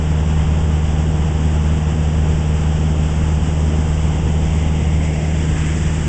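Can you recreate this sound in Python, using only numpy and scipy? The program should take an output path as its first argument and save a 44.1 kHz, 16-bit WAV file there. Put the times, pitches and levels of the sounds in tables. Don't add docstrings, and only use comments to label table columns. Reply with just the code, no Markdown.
import sys
import numpy as np
from scipy import signal
from scipy.fft import rfft, irfft, next_fast_len
from scipy.io import wavfile
from scipy.ndimage import uniform_filter1d, map_coordinates

SR = 44100
rng = np.random.default_rng(int(sys.argv[2]) if len(sys.argv) > 2 else 0)


def transcribe(signal):
    frames = np.atleast_2d(signal).T
    limited = np.clip(frames, -1, 1)
    pcm = np.round(limited * 32767).astype(np.int16)
    wavfile.write(sys.argv[1], SR, pcm)


N = 268128

# (time [s], four-stroke cycle rate [Hz])
CYCLE_RATE = [(0, 19.2), (.75, 19.278), (3, 19.312), (5.2, 19.372)]
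# (time [s], turn [0 = facing the wing tip, 1 = past the door frame])
LISTENING_TURN = [(0, 0), (3.9, .08), (4.75, .21), (5.15, .32), (5.45, .56), (5.7, .95), (6.08, 1)]

# (wing tip [dB], door frame [dB])
FIRING_DB = (-17.5, -20.5)
# (wing tip [dB], door frame [dB])
OCTAVE_DB = (-21.5, -22.5)
# (multiple of cycle rate, peak level [dB])
WEAK_ORDERS = [(1, -29), (2, -43.5), (3, -42), (5, -34), (7, -46.5), (9, -33), (10, -36.5), (11, -35.5),
               (12, -36.5), (13, -50), (16, -44), (18, -44.5), (20, -46), (22, -49.5), (24, -41), (26, -53),
               (28, -50.5), (29, -58), (30, -60.5), (32, -48), (33, -56.5), (36, -62), (37, -58.5),
               (38, -54), (39, -58), (40, -49.5), (41, -49.5), (44, -46.5), (48, -56.5)]
# (wing tip [dB], door frame [dB])
BUZZ_DB = (2, -1.5)

# (frequency [Hz], relative density [dB per Hz])
ROAR_SPECTRUM = [(8, -31.5), (22, -7), (45, -1), (68, 2.5), (90, -3), (135, -4), (212, -7), (270, -10.5),
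                 (340, -12.5), (520, -21.5), (800, -25.5), (1100, -31), (2500, -68.5)]
# (frequency [Hz], relative density [dB per Hz])
BOOM_SPECTRUM = [(200, -32), (280, -6.5), (312, 2.5), (350, -3), (390, -18.5), (500, -49.5)]
# (wing tip [dB], door frame [dB])
BOOM_DB = (-49, -34)

# (frequency [Hz], relative density [dB per Hz])
SLIPSTREAM_SPECTRUM = [(200, -0.5), (600, 3.5), (850, 4), (1100, 0.5), (1700, -0.5), (2350, -3), (2850, 0),
                       (3250, -2.5), (3650, -10.5), (4150, -27.5), (5000, -56)]
# (wing tip [dB], door frame [dB])
SLIPSTREAM_DB = (-34, -34)
# (frequency [Hz], relative density [dB per Hz])
HISS_SPECTRUM = [(3000, -33), (4200, -16), (4700, -6.5), (5100, -3), (5800, -1.5), (6400, -3), (7000, 0),
                 (7500, 2), (7950, 0), (8350, -9), (8700, -20.5), (9000, -49.5)]
# (time [s], level [dB])
HISS_LEVEL = [(0.2, -44), (5.32, -41.5), (5.69, -38.5), (6.0, -38.5)]

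# (nearest turn [0-1], reach [turn], level there [dB])
GAP_PLACE = (0.25, .18, -42)
# (nearest turn [0-1], reach [turn], level there [dB])
HOLLOW_PLACE = (0.39, .1, -37)
# (nearest turn [0-1], reach [turn], level there [dB])
DRAUGHT_PLACE = (0.87, 0.55, -38.5)
# (frequency [Hz], relative density [dB per Hz])
DRAUGHT_SPECTRUM = [(700, -25), (1200, -11), (1600, -1.5), (2000, -1.5), (2400, -5), (2950, -6.5),
                    (3500, -10.5), (4150, -27), (5000, -50)]
# (time [s], half length [s], draught level [dB], gap level [dB])
GUSTS = [(5.634, .06, -36.5, -46), (5.7, .04, -43, -38), (5.87, 0.058, -44, -54)]

# (wing tip [ms], door frame [ms])
PANE_DELAY_MS = (0.19, 0.88)
# (strongest turn [0-1], reach [turn], gain there [dB])
PANE_PLACE = (0.31, .42, -9.5)


def amp(db):
    return 10 ** (np.asarray(db) / 20)


def unit(x):
    return x / np.sqrt(np.mean(x ** 2) + 1e-20)


def curves(rows):
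    times, *columns = np.transpose(rows)
    return [np.interp(np.arange(N) / SR, times, column) for column in columns]


def wobble(rate):
    knots = rng.standard_normal(256)
    coarse = np.linspace(0, N, 2048)
    values = map_coordinates(knots, [coarse * rate / SR], mode="mirror")
    return np.interp(np.arange(N), coarse, values)


def filtered(x, response):
    size = next_fast_len(N + SR // 2)
    hz = np.fft.rfftfreq(size, 1 / SR)
    return irfft(rfft(x, size) * response(hz), size)[:N]


def noise(spectrum):
    f, db = np.transpose(spectrum)

    def response(hz):
        return amp(np.interp(np.log(hz + 1), np.log(f), db))
    return unit(filtered(rng.standard_normal(N), response))


def cavity(centre_hz, width_hz):
    def response(hz):
        return (1 + ((hz - centre_hz) / width_hz) ** 2) ** -2
    return unit(filtered(rng.standard_normal(N), response))


def turned(ends):
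    turn, = curves(LISTENING_TURN)
    return ends[0] + (ends[1] - ends[0]) * turn


def bell(x, centre, reach, db):
    return amp(db) * np.exp(-((x - centre) / reach) ** 2)


def passing(place):
    turn, = curves(LISTENING_TURN)
    return bell(turn, *place)


def crank():
    rate, = curves(CYCLE_RATE)
    return 2 * np.pi * np.cumsum(rate) / SR + .004 * wobble(7)


def drone(angle, combustion_db):
    firing_db = turned(FIRING_DB) + combustion_db * wobble(9)
    octave_db = turned(OCTAVE_DB) + .15 * wobble(9)
    firing = amp(firing_db) * np.sin(4 * angle)
    octave = amp(octave_db) * np.sin(8 * angle)
    return np.sqrt(2) * (firing + octave)


def overtones(angle, flutter_db, beam_hz):
    buzz_db = turned(BUZZ_DB)
    total = np.zeros(N)
    for order, db in WEAK_ORDERS:
        line_hz = order * CYCLE_RATE[0][1]
        beamed = min(line_hz / beam_hz, 1)
        phase = rng.uniform(0, 2 * np.pi) + .2 * wobble(5)
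        level_db = db + beamed * buzz_db + flutter_db * wobble(6)
        total += amp(level_db) * np.sin(order * angle + phase)
    return total


def roar(level_db, patchy_db):
    bands = signal.stft(noise(ROAR_SPECTRUM), nperseg=1024)[2]
    swells = rng.standard_normal(bands.shape)
    swells = uniform_filter1d(swells, size=5, axis=0)
    swells = uniform_filter1d(swells, size=12, axis=1)
    patchy_bands = bands * amp(patchy_db * unit(swells))
    panels = signal.istft(patchy_bands, nperseg=1024)[1][:N]
    return amp(level_db) * unit(panels)


def cabin_boom():
    return amp(turned(BOOM_DB)) * noise(BOOM_SPECTRUM)


def slipstream():
    return amp(turned(SLIPSTREAM_DB) + 0.25 * wobble(7.7)) * noise(SLIPSTREAM_SPECTRUM)


def seals():
    level_db, = curves(HISS_LEVEL)
    tilt_db = 0.36 * (level_db - level_db.mean())
    hiss = noise(HISS_SPECTRUM)
    lower = filtered(hiss, lambda hz: 1 / (1 + (hz / 6700) ** 16))
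    upper = hiss - lower
    aimed = amp(-tilt_db) * lower + amp(tilt_db) * upper
    return amp(level_db + 0.48 * wobble(40)) * aimed


def door_leaks():
    t = np.arange(N) / SR
    gap_gain, draught_gain = passing(GAP_PLACE), passing(DRAUGHT_PLACE)
    for time_s, half_s, draught_db, gap_db in GUSTS:
        gap_gain = np.hypot(gap_gain, bell(t, time_s, half_s, gap_db))
        draught_gain = np.hypot(draught_gain, bell(t, time_s, half_s, draught_db))
    gap = gap_gain * cavity(centre_hz=2080, width_hz=260)
    hollow = passing(HOLLOW_PLACE) * cavity(centre_hz=660, width_hz=140)
    draught = draught_gain * noise(DRAUGHT_SPECTRUM)
    return gap + hollow + draught


def airflow():
    buffet_db = .5 * wobble(20)
    return amp(buffet_db) * (slipstream() + seals() + door_leaks())


def window(x):
    def reflection(hz):
        bends_around = 1j * hz / (1j * hz + 600)
        scattered = 1 + (hz / 2500) ** 4
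        return bends_around / scattered
    mirrored = filtered(x, reflection)
    late = np.arange(N) - turned(PANE_DELAY_MS) * SR / 1000
    return x + passing(PANE_PLACE) * map_coordinates(mirrored, [late])


def scene():
    angle = crank()
    engine = drone(angle, combustion_db=.5)
    engine += overtones(angle, flutter_db=0.87, beam_hz=450)
    engine += roar(level_db=-23.5, patchy_db=-1.0) + cabin_boom()
    return window(engine + airflow())[None]


def record(dry):
    return filtered(dry[0], lambda hz: hz < 9000)[None]


dry = scene()
out = record(dry)
transcribe(out)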